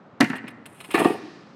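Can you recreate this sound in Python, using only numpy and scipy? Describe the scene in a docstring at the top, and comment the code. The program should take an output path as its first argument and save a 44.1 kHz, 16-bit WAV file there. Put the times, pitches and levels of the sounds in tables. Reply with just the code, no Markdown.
"""A steel beer keg is swung down onto concrete in a yard between low buildings. Its rim lands with one
hard knock that slaps back off the walls, grit crunches as it is tipped upright, then the base clatters down
and rocks to rest. Each impact excites the damped modes of the shell, with a thump from its weight and a
crack at the contact. Faint reverberation and a soft hiss linger over distant traffic and wind."""
import sys
import numpy as np
from scipy import signal
from scipy.fft import rfft, irfft
from scipy.io import wavfile
from scipy.ndimage import uniform_filter1d

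SR = 44100
rng = np.random.default_rng(int(sys.argv[2]) if len(sys.argv) > 2 else 0)


def dump_mix(stems):
    """Bounce the given channels to the path in sys.argv[1] as a 16-bit WAV at rate SR."""
    frames = np.atleast_2d(stems).T  # one column per channel
    limited = np.clip(frames, -1, 1)  # hard clip at full scale
    pcm = np.round(limited * 32767).astype(np.int16)
    wavfile.write(sys.argv[1], SR, pcm)


N = 68355
T = np.arange(N) / SR

# Knocks of the keg on the ground, and the first knock's slap echoes off the walls (0.30 to 0.44 s).
# Each row: start in seconds, relative levels in dB of the low thud, middle clang, high ring and crack,
# stance from 0 (tilted) to 1 (upright).
KNOCKS_AND_ECHOES = [(0.2040, -6.5, -5, -17.5, -23.5, 0.19), (0.2078, -12.5, -13, -6, -11.5, 0.23),
                     (0.2120, -13.5, -11, -20.5, -28.5, 0.3), (0.2285, -10, -28, -21, -29, 0.04),
                     (0.243, -60, -31.5, -18, -28.5, 0.095), (0.3000, -19, -27, -22.5, -34, 0),
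                     (0.3309, -24, -22, -24.5, -61, 0.17), (0.3550, -35.5, -33, -27, -50, 0),
                     (0.3820, -54, -41, -27.5, -49, 0), (0.4400, -26.5, -35, -41, -80, 0),
                     (0.4680, -32.5, -51, -34.5, -75, 0.75), (0.888, -35, -39.5, -47, -56, 0.88),
                     (0.9422, -14.5, -13.5, -15.5, -35, 1), (0.9460, -74, -24, -13.5, -40, 0.2),
                     (0.9520, -28, -16.5, -15, -44, 1), (0.978, -18, -11, -15.5, -32, 0.7),
                     (0.9990, -16, -14, -21.5, -35, 0.94), (1.0144, -16.5, -9, -31, -44, 0.41),
                     (1.0460, -19, -6, -18.5, -30.5, 0.95), (1.0538, -6, -19, -69, -39, 0.85),
                     (1.0705, -34, -23, -31.5, -40, 0.47), (1.0950, -28, -16.5, -46, -48, 0),
                     (1.1030, -15.5, -30.5, -31, -48, 0.98), (1.1280, -31, -51, -59, -60, 0.69),
                     (1.1415, -30, -23.5, -57, -55, 0.96), (1.185, -35, -58, -47, -54, 0.65),
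                     (1.2360, -29, -60, -52, -59, 1)]


def amp(db):
    """Amplitude grows tenfold for every 20 dB."""
    return 10 ** (np.asarray(db) / 20)


def envelope(table, column):
    """Exponential growth and decay: straight lines in dB join the times in a table's first column."""
    rows = np.array(table)
    return amp(np.interp(T, rows[:, 0], rows[:, column]))


def at_hz(hz, points, values):
    """Interpolation of a spectrum on a log-frequency axis."""
    return np.interp(np.log(hz), np.log(points), values)


def convolve(x, response):
    """A linear system convolves its input with its impulse response."""
    return signal.fftconvolve(x, response)[:N]


def colour(x, spectrum, size=4096):
    """A minimum-phase filter through (Hz, dB) points, scaled to keep the power of white noise."""
    hz = np.maximum(np.arange(size // 2 + 1) * SR / size, 1)
    gain = unit(amp(at_hz(hz, *np.array(spectrum).T)))
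    cepstrum = irfft(np.log(gain))
    cepstrum[1:size // 2] *= 2  # folding the cepstrum makes the filter causal
    cepstrum[size // 2 + 1:] = 0
    return convolve(x, irfft(np.exp(rfft(cepstrum))))


def high_pass(x, hz, order=4):
    """Below the cutoff the level falls 6 dB per octave for each order."""
    return signal.sosfilt(signal.butter(order, hz, "high", fs=SR, output="sos"), x)


def unit(x):
    """Normalisation to an rms of 1."""
    return x / np.sqrt(np.mean(x ** 2))


def noise():
    """White noise has equal mean power at all frequencies."""
    return rng.standard_normal(N)


def add(out, start, sound):
    """Superposition: a sound joins the mix at its start in seconds."""
    i = int(start * SR)
    out[i:i + len(sound)] += sound[:N - i]


def ringing(hz, t60):
    """Free vibration: each mode is a complex oscillation that falls 60 dB in t60 seconds."""
    return np.exp((2j * np.pi * hz - np.log(1000) / t60)[:, None] * T[:SR // 3])


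def distant_rumble(smoothing_samples=5000):
    """Far traffic and wind merge into low noise under slow, slight amplitude modulation."""
    # Rumble spectrum. Each row: frequency in Hz, relative density in dB.
    spectrum = [(25, 3.5), (55, -21.5), (100, -5), (180, 2.5), (300, -3), (600, -6.5), (1300, -10),
                (2000, -20.5), (4000, -32.5), (8000, -49), (15000, -138)]
    swell = unit(uniform_filter1d(uniform_filter1d(noise(), smoothing_samples), smoothing_samples))
    return unit(colour(noise(), spectrum)) * amp(-49 + 0.4 * swell)


def keg_ring(count=260, spread_s=0.0015):
    """Modal superposition: knocks and echoes carry the same modes, in a balance set by the stance."""
    # Main modes. Each row: frequency in Hz, 60 dB decay time in seconds, tilted and upright levels in dB.
    modes = [(128.2, 0.19, -18.5, -29.5), (176.6, 0.096, -8, -15.5), (213.7, .11, -6.5, -13),
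             (250.7, 0.073, -3, -13.5), (301.6, 0.091, -12, -7.5), (342.3, 0.2, -21, -7),
             (390, 0.093, -14, -6), (476.6, .2, -28, -13), (650.7, 0.089, -20, -14.5),
             (718, 0.18, -24.5, -10.5), (773.7, 0.17, -30, -11.5), (903, 0.17, -13, -18),
             (1117, 0.13, -28.5, -12), (1185, 0.14, -42.5, -11), (1219, 0.12, -43, -12),
             (1752, 0.1, -9, -8.5), (1872, 0.15, -11, -9), (1974, 0.21, -15, -24.5),
             (2084, 0.27, -22.5, -38.5), (2213, 0.16, -22.5, -47), (2410, .17, -20.5, -16),
             (2596, 0.15, -25, -17), (2790, .12, -19.5, -48)]
    # Envelope of the many weaker modes. Each row: frequency in Hz, tilted and upright levels in dB.
    shell = [(402.4, -33, -10), (770, -20.5, -25.5), (1240, -25, -22.5), (1325, -16.5, -27.5),
             (1980, -17, -40.5), (2320, -29, -22.5), (2780, -24.5, -26.5), (3140, -38, -37.5),
             (4568, -43.5, -33)]
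    modes, shell = np.array(modes), np.array(shell)
    lowest, highest = shell[[0, -1], 0]
    shell_hz = lowest + (highest - lowest) * (np.arange(count) + rng.random(count)) / count
    shell_t60 = 0.079 * (shell_hz / 1000) ** -0.17  # higher modes die sooner
    hz = np.r_[modes[:, 0], shell_hz]
    rings = ringing(hz, np.r_[modes[:, 1], shell_t60])
    tilted = np.r_[modes[:, 2], at_hz(shell_hz, shell[:, 0], shell[:, 1])]
    upright = np.r_[modes[:, 3], at_hz(shell_hz, shell[:, 0], shell[:, 2])]
    spread = 1 - np.exp(-T[:rings.shape[1]] / spread_s)  # vibration takes time to spread over the shell
    out = np.zeros(N)
    for start, thud, clang, ring, _, stance in KNOCKS_AND_ECHOES:
        strength_db = at_hz(hz, (260, 900, 2200), [thud, clang, ring])
        gains = amp(strength_db + tilted + stance * (upright - tilted))
        phasors = np.exp(2j * np.pi * rng.random(len(hz)))
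        add(out, start, spread * ((gains * phasors) @ rings).imag)
    return out


def thumps(rise_s=0.0026, tilted_hz=228.6, upright_hz=319.3):
    """Heavy damping: the keg's weight gives knocks and echoes a brief thump, higher when upright."""
    out, t = np.zeros(N), T[:SR // 10]
    pulse = t / rise_s * np.exp(1 - t / rise_s)
    for start, thud, *_, stance in KNOCKS_AND_ECHOES:
        hz = np.interp(stance, [0, 1], [tilted_hz, upright_hz])
        add(out, start, amp(thud - 1.5) * pulse * np.sin(2 * np.pi * hz * t))
    return out


def cracks(crush_s=0.0031, tail_s=0.062):
    """Brief contact gives a broad spectrum: a snap, crushing and a bright tail, also heard in echoes."""
    # Steel striking concrete. Each row: frequency in Hz, relative density in dB.
    spectrum = [(60, -31.5), (150, -28.5), (500, -14.5), (2000, -0.5), (4000, 2), (6300, -4.5),
                (9000, -8.5), (13000, -16), (16000, -25)]
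    out, t = np.zeros(N), T[:8000]
    fade = np.exp(-t / crush_s) + amp(-24.5) * np.exp(-t / tail_s)
    snap = 2.839 * (t == 0)
    for start, *_, crack_db, _ in KNOCKS_AND_ECHOES:
        burst = rng.standard_normal(len(t)) * fade
        add(out, start, amp(crack_db - 4.5) * (burst + snap))
    return colour(out, spectrum)


def yard_reverb(x, build_s=0.0083, t60_s=1.1):
    """Reverberation: scattered reflections from the walls build up, then decay exponentially."""
    # Colour of the reflections. Each row: frequency in Hz, relative gain in dB.
    spectrum = [(80, 6), (170, -2.5), (280, -2.5), (700, -6.5), (1900, 1), (2600, -4), (4500, -12),
                (8000, -11), (15000, -44)]
    build = 1 - np.exp(-(T / build_s) ** 2)
    tail = noise() * build * np.exp(-np.log(1000) * T / t60_s)
    return amp(-23) * colour(convolve(x, tail / np.linalg.norm(tail)), spectrum)


def grit(attack_s=0.0049, release_s=0.0048, bite_db=18):
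    """Friction and fracture: sand grinds under the rolling rim; larger grains burst, clink and crunch."""
    # Grains crushed. Each row: start and length in seconds, crunch and fizz levels in dB.
    crunches = [(0.291, 0.0055, -60, -50), (0.354, 0.018, -41.5, -52.5), (0.479, 0.0062, -35.5, -48),
                (0.501, 0.011, -58, -64), (0.657, 0.0062, -39, -43.5), (0.804, 0.0039, -35, -43.5),
                (0.842, 0.0093, -40, -59.5), (0.907, 0.0071, -31.5, -40.5), (0.915, 0.033, -47.5, -84),
                (0.94, 0.014, -28.5, -37), (0.984, 0.011, -39, -41), (0.995, 0.015, -45, -40.5)]
    # The rim grinding along the ground. Each row: time in seconds, crunch and fizz levels in dB.
    grind = [(0.60, -120, -120), (0.69, -68, -62.5), (0.80, -56, -59), (0.90, -57.5, -54.5),
             (0.96, -34, -45.5), (1.06, -34.5, -42.5), (1.14, -44, -53), (1.20, -72, -73),
             (1.55, -85, -110)]
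    # The grit's midrange rasp. Each row: frequency in Hz, relative density in dB.
    rasp_spectrum = [(300, -7), (1300, 5), (1900, -13.5), (2700, 8.5), (3600, -1.5), (4600, -33.5),
                     (6000, -13), (9000, -16)]
    # Its treble fizz. Each row: frequency in Hz, relative density in dB.
    fizz_spectrum = [(3000, -1), (5500, -14.5), (7300, -6), (8600, 5.5), (10500, 1), (13000, -5.5),
                     (16000, -56)]
    crunch, fizz = envelope(grind, column=1), envelope(grind, column=2)
    first_grains = np.zeros(N)
    for start, length, crunch_db, fizz_db in crunches:
        age = T - start
        shape = np.clip(age / attack_s, 0, 1) * np.exp(-np.maximum(age - length, 0) / release_s)
        crunch += amp(crunch_db) * shape
        fizz += amp(fizz_db) * shape
        add(first_grains, start, amp([crunch_db + bite_db]))
    bites = grains() * crunch
    clinks = rim_clink(amp(-4) * bites + first_grains)
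    rasp = amp(-5) * colour(bites, rasp_spectrum)
    return clinks + rasp + colour(grains() * fizz, fizz_spectrum)


def grains(per_second=4400):
    """Shot noise: independent clicks of uneven size."""
    return unit(noise() * (rng.random(N) < per_second / SR))


def rim_clink(force):
    """Resonance: the bite of the grit drives short-lived modes of the steel rim."""
    # Rim modes. Each row: frequency in Hz, 60 dB decay time in seconds, relative level in dB.
    modes = [(1180, 0.014, -16), (1740, 0.039, -2), (2248, 0.017, 7.5), (2524, 0.0272, 9.5),
             (2754, 0.052, 1), (3120, 0.05, -14.5), (3463, 0.042, -12), (3870, 0.1, -11), (4170, 0.06, -9),
             (5080, 0.039, -8.5)]
    hz, t60, db = np.array(modes).T
    response = amp(db) @ ringing(hz, t60).imag
    return convolve(force, response / np.linalg.norm(response))


def hiss():
    """Filtered noise swells as the base comes down and lingers once the keg stands."""
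    # Course of the hiss. Each row: time in seconds, level in dB.
    levels = [(0.6, -110), (0.9, -63), (1.05, -50), (1.2, -52), (1.33, -54), (1.43, -59), (1.55, -63)]
    # Its spectrum. Each row: frequency in Hz, relative density in dB.
    spectrum = [(800, 6.5), (2000, 8), (3000, 7), (5000, 7), (6500, -3), (8500, -15), (14000, -46)]
    return colour(noise(), spectrum) * envelope(levels, column=1)


def scene():
    """Sound pressures add: the keg, the grit, their reverberation and the outdoor background."""
    keg = keg_ring() + thumps() + cracks()
    foreground = high_pass(keg, hz=144, order=2) + grit()  # the keg is too small to radiate deep bass
    return (foreground + yard_reverb(foreground) + hiss() + distant_rumble())[None]


def record(dry, top_hz=16000):
    """Band limiting and saturation: the microphone drops deep bass, rounds peaks and cuts the top."""
    thin = high_pass(dry, hz=86)
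    rounded = thin / (1 + thin ** 4) ** .25
    return signal.sosfilt(signal.ellip(8, .2, 70, top_hz, fs=SR, output="sos"), rounded)


dry = scene()
out = record(dry)
dump_mix(out)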